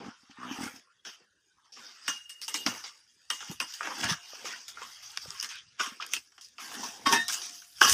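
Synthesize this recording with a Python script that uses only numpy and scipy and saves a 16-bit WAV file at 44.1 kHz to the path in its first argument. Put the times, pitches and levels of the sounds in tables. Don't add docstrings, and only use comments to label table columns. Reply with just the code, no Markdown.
import sys
import numpy as np
from scipy import signal
from scipy.io import wavfile
from scipy.ndimage import uniform_filter1d

SR = 44100
rng = np.random.default_rng(int(sys.argv[2]) if len(sys.argv) > 2 else 0)


def store_pcm(level_fs):
    pcm = np.round(np.clip(level_fs, -1, 1) * 32767).astype(np.int16)
    wavfile.write(sys.argv[1], SR, np.atleast_2d(pcm).T)


def linear_from_db(decibels):
    return 10 ** (np.asarray(decibels, float) / 20)


N = 349713

# start in seconds, leaflet hiss in dB, fall in seconds, ribs in dB against the hiss.
JOLTS = [(0.308, -50.5, 0.06, 6), (.37, -63, 0.35, 18), (1.066, -39, 0.17, -4), (1.767, -44.5, 1, -6.5),
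         (2.67, -32.5, 0.22, 4.5), (3.33, -39, 0.44, -4), (4.452, -33, 0.29, -3.5), (5.801, -25.5, 0.17, 0),
         (6.599, -39.5, 1, -1.5), (7.067, -27, 0.29, -8), (7.127, -21, 0.082, 3),
         (7.295, -33.5, 0.36, -3.5), (7.827, -21.5, 1, -20)]
JOLT_RISE_S = 0.022
# time of the top in seconds, leaflet hiss in dB, rise in seconds,
# fall in seconds, ribs in dB against the hiss.
SWAYS = [(.07, -48, 0.42, 0.14, 11), (.2, -57.5, 0.43, 0.31, -10), (.43, -50.5, 0.11, 0.45, 19),
         (.52, -41, .06, 0.09, 0), (.64, -37, 0.39, 0.14, 2.5), (.76, -47.5, 0.13, 0.1, -19),
         (1.22, -66, .05, .08, 6), (1.58, -75, .04, .2, 12), (2.1, -30.5, 0.092, 0.15, -9),
         (2.56, -30.5, 0.052, 0.13, -37.5), (2.72, -40, 0.44, 0.38, -5), (3.27, -62.5, 2, .2, -26),
         (3.5, -40, 0.26, 0.095, -4), (3.69, -39.5, 0.11, 0.43, -6), (3.86, -40, 0.059, 0.11, 15),
         (3.99, -34, 0.44, 0.28, -3.5), (4.04, -25, .04, 0.071, 0), (4.097, -21, 0.061, 0.087, -4),
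         (4.35, -41.5, 0.5, 0.51, -3), (4.84, -40.5, 0.27, 0.38, -3), (5.25, -42, 1, 0.38, -10),
         (5.43, -39, 0.63, 0.14, -1.5), (5.51, -34, .05, 0.13, -2), (5.57, -38.5, 0.2, 0.078, -6),
         (5.72, -55, 0.61, 0.5, -9), (6.16, -44, 0.54, 0.063, -10), (6.42, -63, 0.51, 0.085, 3.5),
         (6.75, -36.5, 0.18, 0.046, -5), (6.845, -33.5, 0.29, 0.2, -6.5), (7.333, -24, .04, .05, -10),
         (7.55, -47.5, 0.65, 0.98, -24), (7.9, -17, 0.12, .5, -10)]
# time of the top in seconds, rumble in dB, rise and fall in seconds.
LOADS = [(.0, -35.5, .1, 0.1), (.42, -63, 0.037, 0.21), (.64, -42, 0.16, 0.11), (.75, -49.5, 0.038, 0.054),
         (1.06, -50, 0.03, 0.043), (1.21, -62, .05, .06), (1.77, -58.5, 0.084, 0.21),
         (2.1, -56, 0.14, 0.079), (2.56, -57.5, 0.21, 0.28), (2.67, -25, 0.026, 0.018),
         (2.72, -50.5, 0.061, 0.12), (3.51, -38.5, 0.038, 0.011), (3.6, -43, 0.005, 0.059),
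         (3.86, -48.5, 0.036, 0.29), (4.04, -36.5, 0.17, 0.1), (4.46, -54, 0.18, 0.16),
         (4.84, -65.5, 0.26, 0.13), (5.32, -70.5, 0.52, 0.088), (6.16, -63.5, 0.66, 0.053),
         (6.82, -42, 0.26, 0.077), (7.07, -52, 0.057, 0.14), (7.13, -35.5, 0.21, 0.12),
         (7.4, -60.5, 0.31, 0.31), (7.82, -35.5, 0.0091, 0.17)]
SWELL_DB = 30
SETTLE = 1.285
# time in seconds, dry edge in dB against the hiss.
DRYNESS = [(0, -21), (.45, -19.5), (.65, -7), (1.1, -19.5), (2.1, -21), (2.3, -9), (3.4, -13), (4.5, -16),
           (5.42, -13), (5.55, -26), (5.75, -34), (5.82, -16), (6.2, -6.5), (6.8, -14), (7.4, -5),
           (7.93, -7)]
# stalk, ribs, leaflets and edges, in dB.
RESTING_DB = (-100, -78, -75, -79.5)
# start in seconds, peak in dB, ribs in dB, shower of clicks in dB.
SNAPS = [(2.079, -11, -4, -17.5), (2.294, -25.5, -12.5, -14.5), (2.415, -21, -20, -11),
         (2.48, -15, -7, -16.5), (2.542, -11, -7, -17.5), (3.302, -13, -0.5, -19),
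         (3.513, -23.5, -9.5, -15.5), (3.601, -11, -3, -17.5), (3.738, -23.5, -19, -13),
         (4.681, -23.5, -15, -15), (5.026, -34.5, -11.5, -4), (5.173, -12, -2, -33), (5.4, -18, -26, -28),
         (5.427, -16, -2.5, -18), (5.796, -21, 11.5, -15), (6.119, -29.5, -11, -7),
         (6.135, -6.5, -14.5, -19.5), (6.411, -29, -30, -13.5), (6.446, -33, -43, -13.5),
         (7.062, -25, 13.5, -17.5), (7.125, -9, -17, -13), (7.286, -11, -9, -18), (7.325, -20, -12, -15),
         (7.619, -34.5, -7, -16), (7.814, -8, 6, -13.5)]
# start in seconds, peak in dB, ribs in dB, shower of clicks in dB.
CRACKS = [(1.05, -24, -1.5, -16.5), (1.645, -51.5, -3, -12), (1.721, -43.5, -25, 4.5), (2.663, -2, -7, -22),
          (2.839, -22.5, -6, -12), (3.405, -22, -2, -17), (3.807, -36, 26.5, -20), (3.829, -27.5, 9.5, -9),
          (3.871, -32, 27, -31), (3.904, -28, 15, -19), (4.028, -22, -8, -12), (4.771, -46, 19, -13),
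          (4.817, -34, 14.5, -20), (5.305, -13.5, -35, -35), (5.445, -13, -4.5, -24),
          (5.49, -20.5, -16, -17), (6.005, -28, 0.5, -7.5), (6.022, -20, 1, -17.5),
          (6.165, -11.5, -6, -26.5), (6.32, -42, -1, -21), (6.379, -31, 4, -22), (6.582, -33, 8.5, -15),
          (7.417, -19.5, -19, -10), (7.811, -15, 2, -8)]
SNAP_EDGE_DB, CRACK_EDGE_DB = -14, -27
SHOWER_T60_S, SHOWER_LONGER = 0.15, 0.77
# pitch in Hz, level in dB per Hz.
FROND_COLOUR = [(59, -34), (100, -18.5), (287, -13.5), (402, -12), (695, -7.5), (1130, -11.5), (2410, -8),
                (2850, -3.5), (4170, -4.5), (5150, 6), (9480, -12.5), (15400, -19)]
# stalk, ribs, leaflets and edges, in Hz.
ZONES_HZ = (250, 1200, 4500, 11000)
# time in seconds, hollow tone in dB.
THICKNESS = [(0, -7.5), (.5, 1), (.9, -8), (1.5, -3), (1.6, 8), (1.75, -3), (2.4, -5), (3, -3), (3.5, -1.5),
             (3.9, -2.5), (4.4, 1), (5.2, -1), (5.6, -17), (5.9, -5), (6.3, -7.5), (6.8, 3), (7.3, -1),
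             (7.93, -5.5)]
HOLLOW_HZ, HOLLOW_OCTAVES = 830, 0.47
# start in seconds, peak in dB, centre pitch in Hz.
TICKS = [(0.5125, -29, 1370), (0.61, -30, 5790), (0.6346, -28, 6010), (3.4278, -25.5, 1284),
         (3.4466, -29, 5200), (3.855, -20, 1230), (3.9855, -27, 5390), (4.012, -15, 2800),
         (4.0432, -19, 5050), (4.6836, -28.5, 5730), (4.6934, -31, 5050), (5.0434, -42, 5800),
         (5.1038, -32, 5000), (5.1174, -33, 6510), (5.1739, -17, 1740), (5.2255, -31, 6410),
         (5.4106, -20, 5110), (5.4292, -17.5, 5080), (5.445, -24, 4890), (5.531, -39, 5900),
         (5.5558, -29, 2850), (6.0644, -25, 6840), (6.0906, -30, 3330), (6.136, -7.5, 2870),
         (6.1689, -24, 1340), (6.486, -40, 5210), (6.7163, -23, 1200), (6.7416, -24, 2940),
         (6.7524, -22.5, 3140), (6.84, -24, 5120), (7.2816, -10, 5580), (7.2984, -20, 5810),
         (7.3314, -16, 5290), (7.461, -26, 5910), (7.4956, -28, 5360), (7.5546, -31, 5090),
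         (7.7847, -36.5, 1650), (7.8792, -7, 1200), (7.897, -2, 6060)]
TICK_T60_S, TICK_OCTAVES, TICK_DB = 0.012, 0.66, -5

# level in dB, time to die by 60 dB in seconds.
BLADE_MODES = [(-18, 0.95), (2, .42), (-0.5, 0.17), (-3.5, 0.16), (-14, .17), (-15, .12)]
BLADE_HZ = (2830, 2852, 2884, 3144, 8113, 8204)
# start in seconds, main ring in dB, edge ring in dB, top ring in dB.
BLADE_HITS = [(2.08, -28, -40, -22), (2.255, -53, -57, -60), (2.295, -47, -50, -32), (2.481, -42, -42, -29),
              (2.542, -40, -33, -26), (2.582, -40, -42, -50), (2.663, -44, -36, -37),
              (3.302, -31, -28, -25), (3.603, -39, -40, -24), (4.031, -34, -31, -60), (4.09, -45, -40, -62),
              (5.8, -46, -44, -64), (7.061, -40, -32, -50), (7.13, -38, -45, -50), (7.831, -26, -20, -26)]
# time to die by 60 dB in seconds, level in dB when struck
# on the side, level in dB near the grip, level in dB at the end.
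POLE_MODES = [(1.2, -47, -46, -76), (0.12, -20, -11.5, -34), (0.23, -16, -28, -17), (0.1, -32, -38, -25),
              (0.29, -32, -36, -22.5), (0.14, -40, -45, -13.5), (0.25, -32, -25, -45),
              (0.24, -25, -20.5, -40), (0.15, -34, -35, -36), (0.12, -40, -23.5, -22), (0.2, -48, -51, -31),
              (0.11, -21, -31, -35), (0.49, -33.5, -30.5, -39), (0.45, -43, -37, -48)]
POLE_HZ = (706, 930, 1104, 1296, 1524, 1673, 1762, 1836, 2081, 2597, 3047, 3165, 3693, 3962)
# start in seconds, contact in seconds, side force in dB,
# grip force in dB, end force in dB.
POLE_BLOWS = [
    (4.029, 0.0065, -11.5, -39, -12),
    (4.09, 0.0032, -30, -20.5, -26),
    (6.83, 0.0029, -22.5, -21.5, -35),
    (7.057, .005, 1, -20, -30),
    (7.124, .006, -14.5, -2, -25),
    (7.148, .008, -12, -2, -25),
    (7.812, 0.0034, -27, -20, -3),
    (7.87, .0056, -20, -30, -6),
]
WAVER = 0.06

# start in seconds, peak in dB.
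SLIPS = [(0.002, -40), (.022, -40.5), (0.042, -36), (0.062, -33), (0.083, -31.5), (0.232, -56),
         (0.296, -45), (.31, -50), (0.511, -29), (0.586, -29), (0.608, -26.5), (0.632, -26.5), (0.662, -28),
         (0.739, -41)]
SLIP_HZ, SLIP_SPREAD, SLIP_T60_S = 255, 0.03, 0.05
SLIP_OVERTONE_HZ, SLIP_OVERTONE_DB = 790, -4
# start in seconds, end in seconds, slips per second,
# peak in dB, pitch in Hz.
CHATTER = (0.385, .56, 62, -40, 255)
# start in seconds, peak in dB, pitch in Hz.
THUMPS = [(1.21, -62.5, 400), (1.57, -66, 546), (2.086, -37, 272), (2.548, -40, 307), (2.663, -24, 271),
          (3.497, -33.5, 169), (3.806, -28, 700), (4.04, -43, 116), (4.113, -28, 164), (4.334, -28.5, 585),
          (4.445, -24.5, 520), (4.817, -32, 510), (5.257, -31.5, 555), (5.802, -35, 387),
          (5.873, -42.5, 266), (5.919, -42.5, 240), (6.803, -43, 439), (6.886, -44, 230),
          (7.069, -21.5, 264), (7.129, -23.5, 262), (7.816, -20.5, 370)]
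# start in seconds, peak in dB, pitch in Hz, time to die by 60 dB in seconds.
POPS = [(5.173, -21.5, 1590, 0.0086), (5.398, -22, 5230, .012), (5.41, -24, 5100, .012),
        (7.816, -2.5, 1484, 0.015), (5.808, -25, 1450, .05), (6, -31, 1230, .03), (7.621, -45, 1500, 0.022),
        (3.3, -40, 1270, 0.019), (.665, -50, 930, .12), (.66, -54, 1680, .2), (2.482, -34, 900, .03),
        (3.304, -32, 3150, .08), (4.455, -38, 1250, .04), (4.535, -36, 1500, .03), (4.33, -44, 1200, .03),
        (5.35, -44, 1080, .06), (6.832, -34, 970, .08), (7.3, -30, 1600, .03)]

# delay in seconds, level in dB.
ECHOES = [
    (0.01, -15.5),
    (0.025, -22.5),
    (0.039, -45),
]
# time in seconds, pitch in Hz, level in dB.
INSECT = [
    (4.19, 13738, -97),
    (4.194, 13600, -90),
    (4.3, 13000, -72),
    (4.385, 13736, -75),
    (4.45, 13000, -70),
]
# pitch in Hz, level in dB per Hz.
GROVE = [(35, -26), (60, -3), (560, 5.5), (871, -12.5), (1070, -61.5), (1630, 30.5), (2260, -78),
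         (3210, 7.5), (4240, -9), (5230, -3.5), (15600, 18)]
GROVE_DB = -75
# time of the top in seconds, level in dB, rise and fall in seconds.
BUMPS = [
    (0, -79, .3, 0.35),
    (.62, -75, 0.45, .3),
    (2.69, -66.5, 0.57, .4),
    (3.51, -63, 0.35, 0.46),
    (4.05, -37.5, 0.033, 0.13),
    (5.28, -48, 0.07, 0.07),
    (5.34, -70.5, 2.8, 0.91),
    (6.15, -71, 0.13, 0.2),
    (7.2, -69, 1.6, 0.77),
    (7.93, -38, 0.14, .2),
]
HAND_DB = -89.5
# pitch in Hz, width in Hz, change in dB.
MIC_DIPS = [(600, 200, -11), (2300, 300, -2), (4200, 500, -7), (7400, 350, -9)]
TOP_BAND_HZ, CUTOFF_HZ = 10700, 15650


def fronds():
    power = shaking() * linear_from_db(-14.5)
    source = crackle(1500, 3.65, hiss=0.6) + linear_from_db(-13.0) * pings(500, cycles=71.0)
    breaks = [(*row, SNAP_EDGE_DB) for row in SNAPS] + [(*row, CRACK_EDGE_DB) for row in CRACKS]
    for s, peak_db, ribs_db, shower_db, edge_db in breaks:
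        t60 = SHOWER_T60_S * linear_from_db(SHOWER_LONGER * (shower_db + 17.5))
        i = round(s * SR)
        t = np.arange(min(SR // 2, N - i)) / SR
        crack = linear_from_db(-120 * t / 0.0078)
        shower = linear_from_db(shower_db - 120 * t / max(t60, 0.01)) * (1 - np.exp(-t / 0.0022))
        zones_db = peak_db - 9.0 + np.array([ribs_db - 32.0, ribs_db, -1.5, edge_db])
        power[:, i:i + len(t)] += linear_from_db(2 * zones_db)[:, None] * (crack + shower)
        source[i + 20] += 4.0
    hollow_db = in_time(THICKNESS)[0]
    rustle = colour(source, FROND_COLOUR, 10 * np.log10(power), patchy_db=3.0, hollow_db=hollow_db)
    return dip(rustle, 241, 46, 11.6)


def shaking():
    jolts = [(s, db, JOLT_RISE_S, fall, ribs_db) for s, db, fall, ribs_db in JOLTS]
    moves = SWAYS + jolts
    each = swells(moves)
    ribs_db = np.array(moves)[:, -1]
    stalk = smooth_out(swells(LOADS).sum(axis=0))
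    ribs = smooth_out(linear_from_db(2 * ribs_db) @ each)
    leaflets = smooth_out(each.sum(axis=0))
    edges = leaflets * linear_from_db(2 * in_time(DRYNESS)[0])
    return np.array([stalk, ribs, leaflets, edges]) + linear_from_db(2 * np.array(RESTING_DB))[:, None]


def crackle(per_s, spread_db, hiss):
    sizes = linear_from_db(spread_db * np.minimum(rng.exponential(1, N), 3.3)) * rng.choice([-1, 1], N)
    born = rng.random(N) < per_s * linear_from_db(3 * drift(40)) / SR
    hiss = np.clip(hiss, 0, 1)
    return np.sqrt(1 - hiss) * rms_one(sizes * born) + np.sqrt(hiss) * rng.standard_normal(N)


def pings(per_s, cycles):
    sizes = linear_from_db(3.5 * np.minimum(rng.exponential(1, N), 3)) * (rng.random(N) < per_s / SR)
    dealt = rng.integers(0, 24, N)
    pitches = np.geomspace(300, 7000, 24) * rng.uniform(1.0, 1.05, 24)
    out = np.zeros(N)
    for k, hz in enumerate(pitches):
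        out += ring(sizes * (dealt == k), hz, cycles / hz) * np.sqrt(hz)
    return rms_one(out)


def ticks():
    t = np.arange(2048) / SR
    out = np.zeros(N + len(t))
    for s, db, hz in TICKS:
        fizz = rng.standard_normal(len(t)) * linear_from_db(-60 * t / TICK_T60_S)
        edges = np.clip(hz * 2 ** (TICK_OCTAVES * np.array([-0.5, 0.5])), 100, SR / 2.2)
        tick = signal.sosfilt(signal.butter(1, edges, "band", fs=SR, output="sos"), fizz)
        i = round(s * SR)
        out[i:i + len(t)] += linear_from_db(db + TICK_DB) * tick / np.abs(tick).max()
    return out[:N]


def blade():
    out, shaken_db = np.zeros(N), 2.0 * drift(35)
    for s, main_db, edge_db, top_db in BLADE_HITS:
        for hz, (db, t60) in zip(BLADE_HZ, BLADE_MODES):
            hit_db = main_db if hz < 2870 else edge_db if hz < 5000 else top_db
            add(out, s, db + hit_db, hz, t60, 0.002, shaken_db)
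    return out


def pole():
    out = np.zeros(N)
    for hz, (t60, *place_db) in zip(POLE_HZ, POLE_MODES):
        rubbed_db = 3 * drift(25)
        for s, contact, *force_db in POLE_BLOWS:
            loudest_db = max(np.add(place_db, force_db))
            add(out, s, loudest_db, hz, t60, contact, rubbed_db)
    return out


def slips():
    out, smooth = np.zeros(N), np.zeros(N)
    for s, peak_db in SLIPS:
        hz = SLIP_HZ * (1 + SLIP_SPREAD * rng.standard_normal())
        add(out, s, peak_db + 4.0, hz, SLIP_T60_S, 0.0015, smooth)
        add(out, s, peak_db + SLIP_OVERTONE_DB, SLIP_OVERTONE_HZ, 0.03, 0.0015, smooth)
    return out


def chatter():
    start, end, per_s, peak_db, hz = CHATTER
    clicks = np.zeros(N)
    clicks[round(start * SR):round(end * SR):round(SR / per_s)] = linear_from_db(peak_db)
    rung = ring(clicks * linear_from_db(2 * drift(30)), hz, 0.065)
    return signal.sosfilt(signal.butter(2, hz / 2, "high", fs=SR, output="sos"), rung)


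def thumps():
    out, smooth = np.zeros(N), np.zeros(N)
    for s, peak_db, hz in THUMPS:
        add(out, s, peak_db + 8.0, hz, 10.2 / hz, 0.003, smooth)
    return out


def pops():
    out, smooth = np.zeros(N), np.zeros(N)
    for s, peak_db, hz, t60 in POPS:
        add(out, s, peak_db + 6.5, hz, t60, 0.001, smooth)
    return out


def echoes(x):
    dull = signal.lfilter([0.55], [1, -0.45], x)
    return sum(linear_from_db(db) * np.pad(dull, (round(s * SR), 0))[:N] for s, db in ECHOES)


def insect():
    hz, db = in_time(INSECT)
    t = np.arange(N) / SR
    on = np.clip(np.minimum(t - INSECT[0][0], INSECT[-1][0] - t) / 0.015, 0, 1)
    return on * linear_from_db(db + 8) * np.sin(2 * np.pi * np.cumsum(hz) / SR)


def grove():
    zones_db = np.zeros((4, 1)) + [[-12], [-6], [0], [-18]]
    air = colour(rng.standard_normal(N), GROVE, zones_db, patchy_db=5.5)
    far = signal.sosfilt(signal.cheby2(8, 30, 10800, fs=SR, output="sos"), air)
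    return linear_from_db(GROVE_DB) * rms_one(far)


def handling():
    band = signal.butter(2, [50, 140], "band", fs=SR, output="sos")
    lumps = rms_one(signal.sosfilt(band, rng.standard_normal(N)))
    level = np.sqrt(smooth_out(swells(BUMPS).sum(axis=0)) + linear_from_db(2 * HAND_DB))
    return level * linear_from_db(3 * drift(8) + 2 * drift(40) - 3) * lumps


def rms_one(x):
    return x / np.sqrt(np.mean(x ** 2) + 1e-20)


def in_time(rows):
    s, *columns = np.transpose(rows)
    return np.array([np.interp(np.arange(N) / SR, s, c) for c in columns])


def at_hz(points, hz):
    table_hz, db = np.transpose(points)
    return np.interp(np.log(hz), np.log(table_hz), db)


def drift(rate):
    r = np.exp(-80 * np.pi * rate / SR)
    slow = signal.lfilter([1], [1, -2 * r, r * r], rng.standard_normal(N // 40 + 2002))[2000:]
    return np.interp(np.arange(N) / 40, np.arange(len(slow)), rms_one(slow))


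def swells(rows):
    s, db, rise, fall = np.transpose(rows)[:4, :, None]
    late = np.arange(0, N + 32, 32) / SR - s
    before = -late / np.maximum(rise, 0.005)
    after = np.abs(late / np.maximum(fall, 0.005)) ** SETTLE
    return linear_from_db(2 * (db - SWELL_DB * np.where(late < 0, before, after)))


def smooth_out(power):
    return np.interp(np.arange(N) / 32, np.arange(len(power)), power)


def ring(clicks, hz, t60):
    r, w = linear_from_db(-60 / (max(t60, 0.005) * SR)), 2 * np.pi * hz / SR
    return signal.lfilter([0, np.sin(w)], [1, -2 * r * np.cos(w), r * r], clicks + 1e-18)


def add(out, s, db, hz, t60, rise, rough_db):
    i = round(s * SR)
    t = np.arange(min(round(max(t60, 0.01) * SR), N - i)) / SR
    rough = rough_db[i:i + len(t)]
    swell = (1 - np.exp(-t / rise)) * linear_from_db(db - 60 * t / max(t60, 0.01) + rough)
    out[i:i + len(t)] += swell * np.sin(2 * np.pi * hz * t + WAVER * rough)


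def colour(source, spectrum, zones_db, patchy_db, hollow_db=0):
    power, edges = np.zeros(len(ZONES_HZ)), 100 * 2 ** (np.arange(31) / 4)
    bands = []
    for low, high in zip(edges, edges[1:]):
        hz = np.sqrt(low * high)
        place = np.interp(np.log(hz), np.log(ZONES_HZ), np.arange(len(ZONES_HZ)))
        power[round(place)] += linear_from_db(2 * at_hz(spectrum, hz)) * (high - low) * 2 / SR
        bands.append((low, high, hz, min(int(place), 2), place))
    zones_db = zones_db - 10 * np.log10(power)[:, None]
    out = 0
    for k, (low, high, hz, z, place) in enumerate(bands):
        level_db = zones_db[z] + (place - z) * (zones_db[z + 1] - zones_db[z])
        level_db = level_db + hollow_db * np.exp(-(np.log2(hz / HOLLOW_HZ) / HOLLOW_OCTAVES) ** 2)
        level_db = level_db + at_hz(spectrum, hz) + patchy_db * drift(10.4)
        gain = linear_from_db(level_db) * (-1) ** k
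        band = signal.butter(2, [low, high], "band", fs=SR, output="sos")
        out = out + signal.sosfilt(band, gain * source)
    return out


def dip(x, hz, width_hz, db):
    w, a = 2 * np.pi * hz / SR, linear_from_db(db / 2)
    alpha = np.sin(w) * width_hz / hz / 2
    above = [1 + alpha * a, -2 * np.cos(w), 1 - alpha * a]
    below = [1 + alpha / a, -2 * np.cos(w), 1 - alpha / a]
    return signal.lfilter(above, below, x)


def scene():
    work = fronds() + ticks() + blade() + pole() + slips() + chatter() + thumps() + pops()
    return (work + echoes(work) + insect() + grove() + handling())[None]


def suppress(x, streak_db, quiet_db, top_gate_db):
    hz, _, spec = signal.stft(x, SR, nperseg=512, noverlap=384)
    power = uniform_filter1d(np.abs(spec) ** 2, size=5, axis=-1)
    wander = signal.lfilter([1], [1, -0.93], rng.standard_normal(spec.shape), axis=-1)
    wander = rms_one(uniform_filter1d(wander, size=2, axis=-2))
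    pause = 1 / (1 + power.sum(axis=-2, keepdims=True) / linear_from_db(2 * quiet_db))
    top = power[:, hz > TOP_BAND_HZ].sum(axis=-2, keepdims=True)
    shut = np.where(hz[:, None] > TOP_BAND_HZ, top / (top + linear_from_db(2 * top_gate_db)), 1)
    gain = shut * linear_from_db(streak_db * (1.02 + pause) * wander)
    return signal.istft(gain * spec, nperseg=512, noverlap=384)[1][:, :N]


def band_limit(x):
    return signal.sosfilt(signal.butter(12, 16690, fs=SR, output="sos"), x)


def record(dry):
    x = dry
    for hz, width_hz, db in MIC_DIPS:
        x = dip(x, hz, width_hz, db)
    x = suppress(x, streak_db=2.5, quiet_db=-63.5, top_gate_db=-86)
    x = 0.79 * np.tanh(x / 0.99)
    x = signal.sosfilt(signal.butter(2, 60, "high", fs=SR, output="sos"), x)
    x = signal.sosfilt(signal.cheby2(20, 40, CUTOFF_HZ, fs=SR, output="sos"), x)
    return band_limit(x)


dry = scene()
out = record(dry)
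store_pcm(out)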